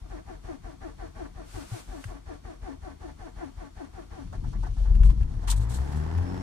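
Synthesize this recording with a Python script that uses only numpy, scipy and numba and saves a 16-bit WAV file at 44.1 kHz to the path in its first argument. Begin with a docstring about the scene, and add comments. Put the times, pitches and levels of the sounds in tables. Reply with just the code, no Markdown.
"""Diesel start from the cabin

A starter drags a four-cylinder diesel over, its whine diving under the load of each compression. The engine
stumbles, knocks and rocks the car, then revs up, sweeping its firing orders through the body's resonances as a
faint turbo whistles. Close to a phone held at the wheel, sleeve cloth rustles by friction, the phone's case is
bumped and loose trim ticks."""
import sys
import numpy as np
from scipy import signal
from scipy.fft import rfft, irfft, next_fast_len
from scipy.io import wavfile
from scipy.ndimage import uniform_filter1d
from numba import njit

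SR = 44100
rng = np.random.default_rng(int(sys.argv[2]) if len(sys.argv) > 2 else 0)


def master(y):
    """Save y as 16-bit WAV."""
    cut = np.clip(np.atleast_2d(y).T, -1, 1)
    pcm = np.round(cut * 32767)  # scale
    wavfile.write(sys.argv[1], SR, pcm.astype(np.int16))


N = 283122
T = np.arange(N) / SR


def undb(db):
    """Decibels to amplitude ratio."""
    return 10 ** (np.asarray(db) / 20)


def unit(x):
    """Normalisation to rms 1."""
    return x / np.sqrt(np.mean(x ** 2))


@njit
def resonator(x, hz, width):
    """Second-order resonance: a state-variable band-pass with gain 1 at the centre."""
    y, band, low = np.empty(len(x)), 0., 0.
    g, damping = np.tan(np.pi * hz / SR), width / hz
    for i in range(len(x)):
        v = (band + g * (x[i] - low)) / (1 + g * (g + damping))
        band, low, y[i] = 2 * v - band, low + 2 * g * v, damping * v
    return y


def ring(x, modes):
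    """Modal superposition on each channel; modes are (frequency [Hz], bandwidth [Hz], gain [dB])."""
    return sum(undb(db) * np.array([resonator(side, float(hz), float(width)) for side in x])
               for hz, width, db in modes)


def curve(table):
    """Linear interpolation of columns in time, with a gate that closes outside the table."""
    times, *columns = np.transpose(table)
    gate = np.interp(T, [times[0] - .03, times[0], times[-1], times[-1] + .03], [0, 1, 1, 0])
    return gate, [np.interp(T, times, column) for column in columns]


def noise(spectrum, coherence, grain_db=0.):
    """Spectrally shaped noise, partly common to both channels; a heavy-tailed grain makes it crackle."""
    size = next_fast_len(N)
    common, *own = rng.standard_normal((3, size))
    white = np.sqrt(coherence) * common + np.sqrt(1 - coherence) * np.array(own)
    white *= undb(grain_db * rng.exponential(size=size))
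    hz, db = np.transpose(spectrum)
    log_hz = np.log(np.fft.rfftfreq(size, 1 / SR) + 1)
    colour = undb(np.interp(log_hz, np.log(hz), db))
    return unit(irfft(rfft(white) * colour, size)[:, :N])


def wander(rate_hz):
    """Random modulation at rms 1: held values, smoothed twice."""
    hold = int(SR / rate_hz)
    steps = np.repeat(rng.standard_normal(N // hold + 1), hold)
    return unit(uniform_filter1d(uniform_filter1d(steps, hold), hold)[:N])


def humps(times, db, length, rise, tail_s):
    """Event envelopes: a linear attack over the fraction `rise` of the length, then exponential decay."""
    envelope = np.zeros(N)
    for onset, gain, span in zip(times, undb(db), np.broadcast_to(length, len(times))):
        cut = slice(int(onset * SR), int((onset + span + 8 * tail_s) * SR))
        age = T[cut] - onset
        attack = np.clip(age / (rise * span), 0, 1)
        envelope[cut] += gain * attack * np.exp(-np.maximum(age - span, 0) / tail_s)
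    return envelope


def cabin_hush():
    """Background noise: a low-weighted spectrum with a slowly drifting level."""
    # cabin noise spectrum: (frequency [Hz], relative density [dB])
    spectrum = [(90, -30), (150, 0), (340, -11), (560, -25), (1000, -20), (1570, -21), (2300, -29),
                (5500, -29), (9500, -32), (11500, -38), (15500, -44)]
    return undb(-59.5 + .7 * wander(6)) * noise(spectrum, coherence=.2)


def panels(force):
    """Transmission loss: the bulkhead stops the treble; each panel mode reaches the two sides unequally."""
    # engine bay to cabin panels: (frequency [Hz], bandwidth [Hz], left gain [dB], right gain [dB])
    modes = [(265.5, 37, 4.5, -15), (348.5, 53, 3, -3.5), (452.5, 27, 2.5, -0.5), (642, 62, 0, -1),
             (734, 24, 2.5, 1), (857, 35, -4, -1), (986, 43, -23, -2.5), (1108, 51, -15, -3),
             (1370, 92, -8.5, -12), (1520, 28, -6.5, -6.5), (1716, 49, -20, -5.5)]
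    dull = signal.sosfilt(signal.butter(4, 2300, fs=SR, output="sos"), force)
    return sum(undb([[left], [right]]) * ring(dull, [(hz, width, 0)]) for hz, width, left, right in modes)


def housing(force):
    """Band-limited resonance: the starter housing rings in its treble modes."""
    # housing modes: (frequency [Hz], bandwidth [Hz], gain [dB])
    modes = [(3280, 3340, 0), (4320, 68, 1.5), (5700, 870, -6.5), (7200, 120, -42), (8760, 1200, -10)]
    return signal.sosfilt(signal.butter(4, [2200, 10500], "band", fs=SR, output="sos"), ring(force, modes))


def motor_whine(times, length, slowdown, fundamental_db):
    """Frequency modulation by load: compression slows the motor, so its harmonics dive in pitch."""
    unloaded_hz, dive_s = 414.5, .098
    dive_edges = np.column_stack([times + length - dive_s, times + length]).ravel()
    squeeze = np.interp(T, dive_edges, np.tile([0, 1], len(times)))
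    middles = times + length / 2
    sag = np.interp(T, middles, slowdown) / (1 + np.exp(-(squeeze - .5) / .13))
    phase = 2 * np.pi * np.cumsum(unloaded_hz * (1 - sag) * (1 + .02198 * wander(80))) / SR
    # overtones peak in mid-dive, the fundamental later, when the motor is slower
    overtones = sum(undb(db) * np.sin(k * phase) for k, db in enumerate([-3, -13, -10.5, -14.5], 2))
    overtones *= undb(.9 * wander(70)) * np.exp(-((squeeze - .55) / .41) ** 2)
    fundamental = undb(np.interp(T, middles, fundamental_db) + 1.13 * wander(70)) * np.sin(phase)
    return overtones + fundamental * np.exp(-((squeeze - .7) / .31) ** 2)


def starter():
    """Structure-borne sound: motor and gears drive panels and housing; the block thumps its mounts."""
    # compression strokes: (time [s], level [dB])
    strokes = [(0.0, -59), (0.089, -44), (0.256, -45), (0.427, -42.5), (0.625, -45), (0.8, -43),
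               (0.976, -43.5), (1.143, -42.5), (1.339, -44.5), (1.522, -43.5), (1.697, -45.5), (1.869, -43),
               (2.066, -45), (2.252, -43), (2.431, -44), (2.606, -43.5), (2.808, -44.5), (2.994, -43.5),
               (3.178, -44.5), (3.348, -43), (3.558, -45.5), (3.747, -44), (3.924, -45), (4.097, -44)]
    # cylinders in turn, before the battery fades:
    # (stroke length [s], slowdown [0-1], fundamental gain [dB], thump level [dB])
    cylinders = [(.098, .30, -1, -42.5), (.097, .325, 3.5, -43), (.094, .24, -2, -43),
                 (.114, .325, 4, -41.5)]
    # loose pinion rattle as the engine outruns the starter: (time [s], level [dB])
    overrun = [(4.2, -69), (4.6, -62), (5.1, -66), (5.45, -66)]
    # cabin air and floor pan modes: (frequency [Hz], bandwidth [Hz], gain [dB])
    boom_modes = [(44.05, 9.5, -4), (72.9, 9.6, -11), (107, 4.3, -70)]
    times, db = np.transpose(strokes)
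    length, slowdown, fundamental_db, thump_db = np.array(cylinders)[np.arange(len(times)) % 4].T
    tiring = 1 + .035 * times  # the battery fades: strokes get longer and slower
    length, slowdown = length * tiring, slowdown * tiring
    whine = motor_whine(times, length, slowdown, fundamental_db)
    load = humps(times, db, length, rise=.2, tail_s=.017)
    teeth = undb(6.5) * rng.standard_normal((2, N))
    force = load * undb(1.5 * wander(60)) * (undb(3) * whine + teeth)
    gear_load = undb(-51.5) + uniform_filter1d(load, 1800)
    grind = undb(-15.5) * housing(gear_load * rng.standard_normal((2, N)))
    gate, (rattle_db,) = curve(overrun)
    rattle = gate * undb(rattle_db + 2.5 * wander(60)) * unit(housing(rng.standard_normal((2, N))))
    push = humps(times + .0156, thump_db, .0059, rise=.48, tail_s=.00073)
    shake = (undb(-37.5) + humps(times, thump_db, length, rise=.22, tail_s=.096)) * rng.standard_normal(N)
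    thump = ring([undb(25) * push + undb(20) * shake], boom_modes)[0]
    return undb(3.5) * panels(force) + grind + rattle, thump


def sleeve():
    """Friction noise: cloth hisses as it drags."""
    # drags of the cloth: (time [s], level [dB], length [s])
    drags = [(1.42, -50, 0.21), (1.645, -49, 0.15), (1.846, -57, 0.17), (2.0, -58.5, 0.081),
             (5.66, -55.5, 0.15), (5.8, -59, 0.19)]
    # rustle spectrum: (frequency [Hz], relative density [dB])
    spectrum = [(880, 1), (1500, 4.5), (1770, -1.5), (2620, -0.5), (3380, -1.5), (9140, -2.5),
                (15500, -18.5)]
    drag = humps(*np.transpose(drags), rise=.68, tail_s=.05) * undb(.5 * wander(24.34))
    return drag * noise(spectrum, coherence=.1, grain_db=.8)


def case_bumps():
    """Damped oscillation: the phone's case rings dully when bumped in the hand."""
    # bumps: (time [s], level [dB], frequency [Hz])
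    bumps = [(1.549, -32.5, 91), (1.716, -26.5, 112.5), (2.051, -30.5, 102.4)]
    out = np.zeros(N)
    for onset, db, hz in bumps:
        age = np.clip(T - onset, 0, 1)
        out += undb(db) * np.sin(2 * np.pi * hz * age) * (age / .012) * np.exp(1 - age / .011)
    return out


def trim_ticks():
    """Impact excitation: brief noise bursts ring the modes of loose plastic trim."""
    # ticks: (time [s], level [dB])
    ticks = [(2.039, -36), (4.2724, -55), (4.95, -46), (5.031, -38.5), (5.208, -50), (5.228, -49.5),
             (5.2942, -65), (6.1773, -43), (6.2245, -48)]
    # trim modes: (frequency [Hz], bandwidth [Hz], gain [dB])
    modes = [(1000, 780, 1.5), (1640, 550, 5.5), (2550, 280, -2), (4560, 250, -4), (6000, 800, -6),
             (8800, 770, 0)]
    force = humps(*np.transpose(ticks), .004, rise=.3, tail_s=.005) * rng.standard_normal((2, N))
    return signal.sosfilt(signal.butter(2, 9000, fs=SR, output="sos"), ring(force, modes))


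def rumble(throb):
    """Amplitude modulation: the stumbling engine's low noise thumps at the firing rate."""
    # rumble envelope: (time [s], level [dB])
    levels = [(4.2, -46.5), (4.47, -35.5), (4.84, -41.5), (4.976, -29), (5.094, -29.5), (5.2, -35),
              (5.45, -41)]
    gate, (db,) = curve(levels)
    force = (1.2 + throb) * rng.standard_normal(N)
    return gate * undb(db) * unit(resonator(resonator(force, 89., 65.), 85., 132.))


def shudder():
    """Transient response: each early firing rocks the body in a few low swings that climb in pitch."""
    # jolts: (time [s], level [dB], starting frequency [Hz], length [s])
    jolts = [(4.226, -37, 32.4, 0.054), (4.365, -24.5, 32.3, 0.027), (4.441, -25, 31.3, .04),
             (4.52, -24, 37.1, .13), (4.688, -23.5, 35.7, 0.034)]
    climb_hz_per_s = 47
    out = np.zeros(N)
    for onset, db, hz, length in jolts:
        age = np.clip(T - onset, 0, 1)
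        swing = np.sin(2 * np.pi * (hz + climb_hz_per_s * age / 2) * age)
        out += humps([onset], [db], [length], rise=.28, tail_s=.016) * swing
    return out


def knocks():
    """Impact excitation: the first uneven firings strike panels and housing, each with its own ring."""
    # firings: (time [s], level [dB], ring frequency [Hz])
    firings = [(4.322, -27.5, 700), (4.434, -32, 870), (4.526, -30.5, 900), (4.626, -26, 820),
               (4.663, -40, 760), (4.761, -33.5, 850), (4.802, -43.5, 600), (4.847, -34, 872),
               (5.318, -42.5, 740), (5.425, -29.5, 687)]
    times, db, ring_hz = np.transpose(firings)
    force = humps(times, db, .03, rise=.35, tail_s=.018) * rng.standard_normal((2, N))
    out = undb(-3) * panels(force) + undb(-32) * housing(force)
    for onset, hz in zip(times, ring_hz):
        start, stop = int(onset * SR), int((onset + .027) * SR)
        fade = np.hanning(2 * (stop - start))[stop - start:]
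        out[:, start:stop] += undb(9) * ring(force[:, start:stop], [(hz, 110, 0)]) * fade
    return out


def body_gain(hz):
    """Frequency response of the car body: its resonances add in power."""
    # body modes: (frequency [Hz], bandwidth [Hz], gain [dB])
    modes = [(24.2, 12, -43), (35, 6, -30), (46, 15.8, -21), (65, 4.2, -24), (75.2, 7, -29),
             (85.06, 4.3, -23), (102.6, 9.5, -20.5), (116.4, 8.8, -26), (149.6, 24, -29), (183, 18, -34),
             (223, 21, -30.5), (269, 48, -29)]
    return np.sqrt(sum(undb(2 * db) / (1 + (2 * (hz - centre) / width) ** 2) ** 2
                       for centre, width, db in modes))


def engine_orders():
    """Forced vibration: harmonics of the firing rate sweep the body modes. Also gives the firing count."""
    # run-up: (time [s], firing rate [Hz], drive level [dB])
    run_up = [(4.76, 23.31, -9), (4.8, 22.05, 11), (4.855, 23, 1.5), (4.89, 22, 10.5), (4.96, 20.27, 13.5),
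              (5.09, 23.8, 15.5), (5.135, 24.85, 0), (5.165, 25.55, 1.5), (5.215, 26.55, 12.5),
              (5.28, 31.05, 0.1), (5.335, 34.52, -8), (5.37, 36.8, 0.1), (5.44, 40.8, -10),
              (5.49, 44, -0.2), (5.64, 53.6, 0.3), (5.87, 69.55, 0.5), (6.12, 81.9, 0.7),
              (6.28, 89.24, -0.4), (6.42, 92.6, -1.5)]
    # firing orders 1, 2, 3: (relative level [dB])
    orders_db = [0, -6, -12.5]
    gate, (hz, drive_db) = curve(run_up)
    cycles = np.cumsum(hz * (1 + .006 * wander(30))) / SR
    boom = np.zeros(N)
    for k, db in enumerate(orders_db):
        order = k + 1
        rms = undb(drive_db + db + .67 * k * wander(40)) * body_gain(order * hz)
        boom += rms * np.sqrt(2) * np.sin(2 * np.pi * order * cycles - 1.67 * k)
    # half orders from unequal cylinders, and two faint high orders
    for order, db in [(.5, -42), (1.5, -46), (4, -56), (5, -54)]:
        boom += undb(drive_db + db + 3 * wander(30)) * np.sin(2 * np.pi * order * cycles)
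    return gate * boom, cycles


def combustion(cycles, throb):
    """Combustion noise: clatter pulses with a random strength at each firing, over a low roar."""
    # envelope of clatter and roar: (time [s], level [dB])
    levels = [(4.85, -50), (5.02, -63.5), (5.414, -52.5), (5.654, -45.5), (5.986, -42), (6.42, -41)]
    # clatter spectrum: (frequency [Hz], relative density [dB])
    spectrum = [(120, -51), (200, -13), (268, -5), (318, -4), (447, -6.5), (522, -14), (858, -8),
                (1210, -17.5), (1790, -17.5), (2240, -27.5), (3740, -32.5), (5180, -32.5), (12000, -46.5),
                (15600, -87), (22000, -120)]
    gate, (db,) = curve(levels)
    level = gate * undb(db)
    roar = 1.22 * unit(resonator(resonator(rng.standard_normal(N), 65., 140.), 79., 200.))
    strength = undb(2.5 * rng.standard_normal(N // 100)[cycles.astype(int)])
    clatter = unit(.8 + throb * strength) * noise(spectrum, coherence=.15, grain_db=1.2)
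    return level * clatter, level * roar


def cloth_scrapes():
    """Sliding friction: cloth crackles brightly, with a duller resonant rub below."""
    # scrapes: (time [s], crackle level [dB], rub level [dB], crackle length [s])
    scrapes = [(5.039, -56, -51.5, 0.035), (5.088, -68, -48.5, 0.032), (5.471, -42.5, -35, 0.029),
               (5.4984, -30.5, -68, 0.017), (5.518, -62, -37, 0.0065), (5.558, -49, -71, 0.022),
               (5.596, -56, -53.5, 0.048), (5.688, -50, -50, 0.059), (5.738, -49.5, -54, .035),
               (5.916, -70, -48, .017), (5.955, -58, -55.5, 0.021)]
    # crackle spectrum: (frequency [Hz], relative density [dB])
    spectrum = [(1180, -59), (2000, -21), (4210, -4), (4550, -10), (5270, -10), (7480, -4), (7950, -1),
                (15500, -22.5)]
    times, crackle_db, rub_db, length = np.transpose(scrapes)
    crackle = noise(spectrum, coherence=.13, grain_db=2.3)
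    crackle *= humps(times, crackle_db, length, rise=.2, tail_s=.01)
    rub = unit(ring(rng.standard_normal((2, N)), [(990, 170, 7), (1480, 2400, -4.5)]))
    rub *= humps(times, rub_db, .62 * length, rise=.64, tail_s=.013)
    return crackle + rub


def turbo():
    """Line broadening: fast frequency jitter spreads the turbo's rising tone into a narrow band."""
    # whistle: (time [s], frequency [Hz], level [dB])
    whistle = [(6.14, 5150, -72), (6.25, 5255, -63), (6.42, 5400, -66)]
    gate, (hz, db) = curve(whistle)
    phase = 2 * np.pi * np.cumsum(hz * (1 + .015 * wander(900))) / SR
    return gate * undb(db + 3 * wander(50)) * np.sin(phase)


def scene():
    """Superposition: the bass is common to both sides, stronger on the left; the whole left side lags."""
    hush = undb([[.8], [-.8]]) * cabin_hush()
    crank, thump = starter()
    boom, cycles = engine_orders()
    throb = np.exp(-(cycles % 1) / .27)  # one decaying pulse per firing
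    clatter, roar = combustion(cycles, throb)
    bass = undb([[2.1], [-2.3]]) * (thump + case_bumps() + rumble(throb) + shudder() + boom + roar)
    nearby = undb([[.7], [-.7]]) * (sleeve() + trim_ticks() + cloth_scrapes())
    left, right = hush + crank + bass + nearby + knocks() + clatter + turbo()
    lag_samples = 40
    return np.array([np.r_[np.zeros(lag_samples), left[:-lag_samples]], right])


def record(dry):
    """Band limiting: the phone drops the deepest bass and cuts the top."""
    x = signal.sosfilt(signal.butter(2, 22, "high", fs=SR, output="sos"), dry)
    return signal.sosfilt(signal.ellip(10, .2, 70, 15500, fs=SR, output="sos"), x)


dry = scene()
out = record(dry)
master(out)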